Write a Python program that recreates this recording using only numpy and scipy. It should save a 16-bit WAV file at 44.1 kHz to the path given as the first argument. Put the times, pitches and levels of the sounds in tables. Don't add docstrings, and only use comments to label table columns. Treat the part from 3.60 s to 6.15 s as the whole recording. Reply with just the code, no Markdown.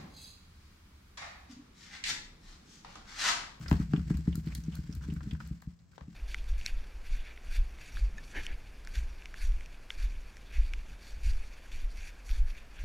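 import sys
import numpy as np
from scipy import signal
from scipy.fft import rfft, irfft
from scipy.io import wavfile
from scipy.ndimage import uniform_filter1d

SR = 44100
rng = np.random.default_rng(int(sys.argv[2]) if len(sys.argv) > 2 else 0)


def transcribe(signal):
    frames = np.atleast_2d(signal).T
    limited = np.clip(frames, -1, 1)
    pcm = np.round(limited * 32767).astype(np.int16)
    wavfile.write(sys.argv[1], SR, pcm)


N = 112454

# time_s, level_db
HISS_LEVEL = [(0, -50.5), (.2, -50.5), (.26, -54), (.9, -56.5), (1.25, -56.5), (1.88, -57), (2.0, -66),
              (2.2, -69.5), (2.33, -64), (2.55, -63.5)]
# pitch_hz, level_db
PASTE_TONE = [(100, 5.5), (600, 1.5), (900, 2), (1500, 7), (2200, 5), (3800, -0.5), (5000, 3), (6600, -2.5),
              (8000, -1.5), (9300, -16.5), (13000, -13), (16000, -15)]
TURNS = [0.271, 0.438, 0.628, 0.819, 1.026, 1.212, 1.392, 1.595, 1.782]
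# middle_s, level_db, resonance_hz
STROKES = [(0.021, -59, 1480), (0.091, -48.5, 2130), (0.147, -59, 1110), (0.202, -52.5, 2070),
           (0.38, -68, 1940), (0.506, -53.5, 2070), (0.551, -58.5, 3140), (0.674, -56.5, 1730),
           (0.748, -69, 2470), (0.873, -57.5, 4900), (0.913, -59, 2610), (1.089, -63.5, 4400),
           (1.139, -57.5, 3700), (1.437, -56, 1640), (1.507, -60.5, 2820), (1.667, -58.5, 1950),
           (1.726, -58.5, 2500)]
# time_s, level_db
SHUDDER_LEVEL = [(0, -39), (.3, -35.5), (.9, -40), (1.25, -44), (1.55, -38), (1.85, -42), (2.02, -55.5),
                 (2.3, -63.5), (2.55, -49.5)]
# pitch_hz, level_db, t60_s, polarity_sign
BODY_MODES = [(60.7, -7, .17, 1), (73.4, 1, 0.15, 1), (149.4, 3.5, 0.077, 1), (166.23, -2.5, 0.26, 1),
              (201.2, -9, 0.22, 1), (238, -8, 0.047, -1), (297.5, 1, 0.063, -1), (406.1, -10.5, 0.081, -1)]
# start_s, level_db, resonance_hz
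SQUELCHES = [(0.059, -42.5, 1640), (0.0806, -39.5, 5020), (0.1644, -49.5, 4430), (0.2158, -45.5, 1340),
             (0.338, -52, 2780), (0.3612, -44, 2860), (0.393, -53, 1460), (0.7262, -49.5, 3070),
             (0.92, -50.5, 2420), (0.9497, -43.5, 4300), (1.0357, -52.5, 5900), (1.1208, -53.5, 2980),
             (1.164, -52.5, 1540), (1.325, -47, 5620), (1.4086, -55, 1460), (1.5, -51, 2950),
             (1.5628, -49, 1460), (1.6053, -46.5, 1440), (1.709, -43, 3080), (1.749, -48.5, 1530),
             (1.8023, -41, 1386), (2.1896, -64.5, 4600), (2.331, -59, 1400)]
# pitch_hz, level_db
SPLASH_TONE = [(300, 14), (1200, 6), (2500, -1.5), (5000, 5.5), (8000, -13), (10000, -74), (16000, -16)]
# start_s, level_db
SNAPS = [(0.0976, -44.5), (0.109, -45.5), (0.1277, -45), (0.217, -71), (0.571, -46), (0.7548, -38.5),
         (0.861, -53), (0.9499, -37), (1.1537, -43.5), (1.3509, -47), (1.538, -52), (1.801, -61),
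         (1.874, -52), (2.0193, -54)]
# pitch_hz, level_db
SNAP_TONE = [(400, -35), (1400, 12.5), (2800, -13), (4200, 11), (5200, 3.5), (7500, 8.5), (9500, 0),
             (13000, 4.5), (16000, 2)]
# start_s, level_db
CLACKS = [(0.113, -24.5), (0.127, -29.5), (0.335, -30.5), (0.503, -41), (0.675, -43.5), (2.023, -46),
          (2.38, -40), (2.409, -46)]
# pitch_hz, level_db
CLACK_TONE = [(60, -42), (350, -2), (950, 5.5), (1450, 3), (2300, -5.5), (4000, -11.5), (7500, -21.5),
              (10000, -60)]
# start_s, level_db, contact_softness_ms, two_lowest_modes_extra_db
THUMPS = [(0.1149,-10.5,.08,5), (.136,-15.5,0.24,10.5), (0.198,-17,0.69,1), (.335,-15,.08,-6),
          (.376,-20,0.59,-3.5), (0.505,-18,0.4,-7), (.544,-21,0.84,5.5), (.587,-28.5,0.57,-2),
          (.676,-16.5,0.34,-2), (0.752,-27.5,0.46,7), (.776,-26.5,0.73,-22), (.868,-28,0.54,-25),
          (.981,-27.5,1.52,-3), (1.08,-27.5,0.56,-31), (1.187,-23.5,1.33,-2.5), (1.292,-27.5,0.31,3),
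          (1.366,-26.5,0.35,22), (1.484,-26,0.17,3), (1.521,-26.5,0.79,-9.5), (1.563,-29,1.36,-0.5),
          (1.669,-26.5,1.08,-14.5), (1.727,-22,1.3,-3.5), (1.909,-23,1.96,-7.5), (2.071,-25.5,2.8,-12.5),
          (2.413,-34.5,2.4,-5), (2.479,-37,0.7,-15)]
# pitch_hz, t60_s
ROOM_DECAY = [(100, .28), (500, .26), (2000, .24), (6000, .27), (15000, .23)]
# pitch_hz, level_db
BACKGROUND_TONE = [(25, 1), (120, 2.5), (500, -23), (1400, -30), (3000, -85), (5300, -41), (7800, -31),
                   (9400, -82), (16000, -46)]
# pitch_hz, level_db
LEFT_OVER_RIGHT = [(500, 8), (1200, 4), (2500, -1), (4500, -1), (7000, 5), (13000, 7.5)]
# pitch_hz, lead_rad
LEFT_LEAD = [(500, 0.98), (1200, 1.3), (2000, 0.73), (5000, 0), (8000, 1.45)]

LIKENESS = 0.36
BACKGROUND_DB = -62
HISS_DB, GRAINS_PER_S, GRAIN_SPREAD_DB = -6.5, 3400, 3
TURN_S, HISS_DIP_DB, SHUDDER_DIP_DB = 0.013, 7, 7.5
SLIPS_PER_S, STUTTER_DB = 150, 6
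STROKE_HALF_S, SCUFF_GRAINS_PER_S, SCUFF_SPREAD_DB = 0.039, 700, 1
SCUFF_RING_DB, SCUFF_CYCLES = -3.5, 1.1
SHUDDER_DB, GRIP_DETUNE = 2, .05
SQUELCH_DB, SQUELCH_SPREAD_S, SQUELCH_CYCLES = -2, 0.0064, 2
SPLASH_DB, SPLASH_S = -12.5, 0.0057
SNAP_DB, SNAP_DECAY_S = -2, 0.0025
CLACK_DB, CLACK_DECAY_S = -4.5, 0.0033
ROOM_DB, BODY_ROOM_DB, SQUELCH_ROOM_DB = -7, -25, -13
LOW_CUT_HZ, BAND_LIMIT_HZ = 60.3, 15950


def amp(db):
    return 10 ** (np.asarray(db) / 20)


def unit(x):
    return x / np.sqrt(np.mean(x ** 2) + 1e-20)


def loudest(x):
    power = np.atleast_2d(x ** 2).mean(0)
    return x / np.sqrt(uniform_filter1d(power, size=128).max())


def read(points, hz):
    f, value = np.transpose(points)
    return np.interp(np.log(hz + 1), np.log(f + 1), value)


def level(curve):
    return amp(np.interp(np.arange(N) / SR, *np.transpose(curve)))


def add(mix, s, sound, pan_db=0):
    part = mix[:, max(round(s * SR), 0):][:, :sound.shape[-1]]
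    panned = sound * amp([[pan_db / 2], [-pan_db / 2]])
    part += panned[:, :part.shape[1]]


def colour(x, spectrum):
    hz = abs(np.fft.fftfreq(2048, 1 / SR))
    log_gain = np.log(amp(read(spectrum, hz)))
    taps = np.fft.ifft(np.exp(np.conj(signal.hilbert(log_gain)))).real
    return signal.oaconvolve(x, taps[None, :len(taps) // 2], axes=1)[:, :x.shape[1]]


def pair(z, likeness):
    shared = np.clip(likeness, 0, 1)
    return np.sqrt(shared) * z[0] + np.sqrt(1 - shared) * z[1:]


def background():
    noise = pair(rng.standard_normal((3, N)), likeness=0.44)
    return amp(BACKGROUND_DB) * unit(colour(noise, BACKGROUND_TONE))


def grains(size, per_s=GRAINS_PER_S, spread_db=GRAIN_SPREAD_DB):
    polarity = rng.choice([-1, 1], (3, size))
    strength = amp(spread_db * np.minimum(rng.exponential(1, (3, size)), 5))
    struck = rng.random((3, size)) < per_s / SR
    return unit(pair(polarity * strength * struck, LIKENESS))


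def sliding(dip_db):
    t = np.arange(N) / SR
    slowing = sum(np.exp(-((t - s) / TURN_S) ** 2) for s in TURNS)
    return amp(-dip_db * slowing)


def stutter():
    slip_s = np.cumsum(rng.uniform(.3, 1.7, 1000)) / SLIPS_PER_S
    flutter = np.interp(np.arange(N) / SR, slip_s, rng.uniform(-1, 1, len(slip_s)))
    return unit(amp(STUTTER_DB * flutter))


def rubbing():
    hiss = unit(colour(grains(N), PASTE_TONE))
    return amp(HISS_DB) * level(HISS_LEVEL) * sliding(HISS_DIP_DB) * hiss


def cavity(x, hz, cycles, size=512):
    turns = hz * np.arange(size) / SR
    ring = np.exp(-turns / cycles) * np.sin(2 * np.pi * turns)
    return signal.fftconvolve(x, ring[None], axes=1)[:, :x.shape[1]]


def strokes():
    out, t = np.zeros((2, N)), np.arange(N) / SR
    grit = unit(colour(grains(N, SCUFF_GRAINS_PER_S, SCUFF_SPREAD_DB), PASTE_TONE))
    for s, db, hz in STROKES:
        near = abs(t - s) < STROKE_HALF_S
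        ring = unit(cavity(grit[:, near], hz, SCUFF_CYCLES))
        scuff = unit(grit[:, near] + amp(SCUFF_RING_DB) * ring)
        swell = np.cos(np.pi / 2 * (t[near] - s) / STROKE_HALF_S) ** 4
        out[:, near] += amp(db) * swell * scuff
    return out


def body(soft_ms, low_db=0, size=16384):
    t = np.arange(size) / SR
    ring = np.zeros(size)
    for k, (hz, db, t60, sign) in enumerate(BODY_MODES):
        gripped_hz = hz * (1 + GRIP_DETUNE * rng.uniform(-1, 1))
        decay = amp(db + low_db * (k < 2) - 60 * t / t60)
        ring += np.sign(sign) * decay * np.sin(2 * np.pi * gripped_hz * t)
    u = 1000 * t / max(soft_ms, .1)
    push = u * np.exp(-u)
    return loudest(signal.fftconvolve(ring, push)[:size])


def shudder():
    out = np.zeros((2, N))
    ring = body(soft_ms=1.82, low_db=-3.5)
    drag = unit(signal.fftconvolve(rng.standard_normal(N + len(ring) - 1), ring, "valid"))
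    gain = amp(SHUDDER_DB) * level(SHUDDER_LEVEL) * sliding(SHUDDER_DIP_DB)
    add(out, 0, gain * drag, pan_db=1.0)
    return out


def burst(decay_s, spectrum, size=2048):
    t = np.arange(size) / SR
    noise = pair(rng.standard_normal((3, size)), LIKENESS)
    return loudest(colour(noise * np.exp(-t / decay_s), spectrum))


def squelches(size=2048):
    out, t = np.zeros((2, N)), np.arange(size) / SR
    for s, db, hz in SQUELCHES:
        clicks = grains(size) * np.exp(-t / SQUELCH_SPREAD_S)
        pop = loudest(cavity(clicks, hz, SQUELCH_CYCLES))
        wet = loudest(pop + amp(SPLASH_DB) * burst(SPLASH_S, SPLASH_TONE))
        add(out, s + 0.001065, amp(db + SQUELCH_DB) * wet, pan_db=-3.0)
    return out


def snaps():
    out = np.zeros((2, N))
    for s, db in SNAPS:
        add(out, s, amp(db + SNAP_DB) * burst(SNAP_DECAY_S, SNAP_TONE))
    return out


def clacks():
    out = np.zeros((2, N))
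    for s, db in CLACKS:
        add(out, s, amp(db + CLACK_DB) * burst(CLACK_DECAY_S, CLACK_TONE), pan_db=1.0)
    return out


def thumps():
    out = np.zeros((2, N))
    for s, db, soft_ms, low_db in THUMPS:
        add(out, s + 0.00091, amp(db) * body(soft_ms, low_db), pan_db=1.37)
    return out


def microphones(x):
    hz = np.fft.rfftfreq(N, 1 / SR)
    half_db = read(LEFT_OVER_RIGHT, hz) / 2
    left = amp(half_db)
    right = amp(-half_db) * np.exp(-1j * read(LEFT_LEAD, hz))
    return irfft(rfft(x) * np.array([left, right]), N)


def room(x):
    size = SR // 2
    taps = rng.standard_normal((2, size)) * (rng.random((2, size)) < 4000 / SR)
    taps[:, :round(.004 * SR)] = 0
    hz, t, bands = signal.stft(taps, SR, nperseg=256)
    decay = amp(-60 * t / read(ROOM_DECAY, hz)[:, None])
    tail = signal.istft(bands * decay, SR, nperseg=256)[1]
    tail /= np.linalg.norm(tail, axis=1, keepdims=True)
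    return signal.fftconvolve(x, tail, axes=1)[:, :N]


def scene():
    friction = stutter() * (rubbing() + strokes())
    low = shudder() + thumps()
    pops = microphones(squelches())
    high = microphones(friction + snaps() + clacks())
    to_room = amp(SQUELCH_ROOM_DB) * pops + amp(ROOM_DB) * high + amp(BODY_ROOM_DB) * low
    return low + high + pops + room(to_room) + background()


def record(dry):
    low_cut = signal.butter(3, LOW_CUT_HZ, "high", fs=SR, output="sos")
    thin = signal.sosfilt(low_cut, dry)
    band_limit = signal.firwin(255, BAND_LIMIT_HZ, window=("kaiser", 9), fs=SR)
    return signal.oaconvolve(thin, band_limit[None], "same")


dry = scene()
out = record(dry)
transcribe(out)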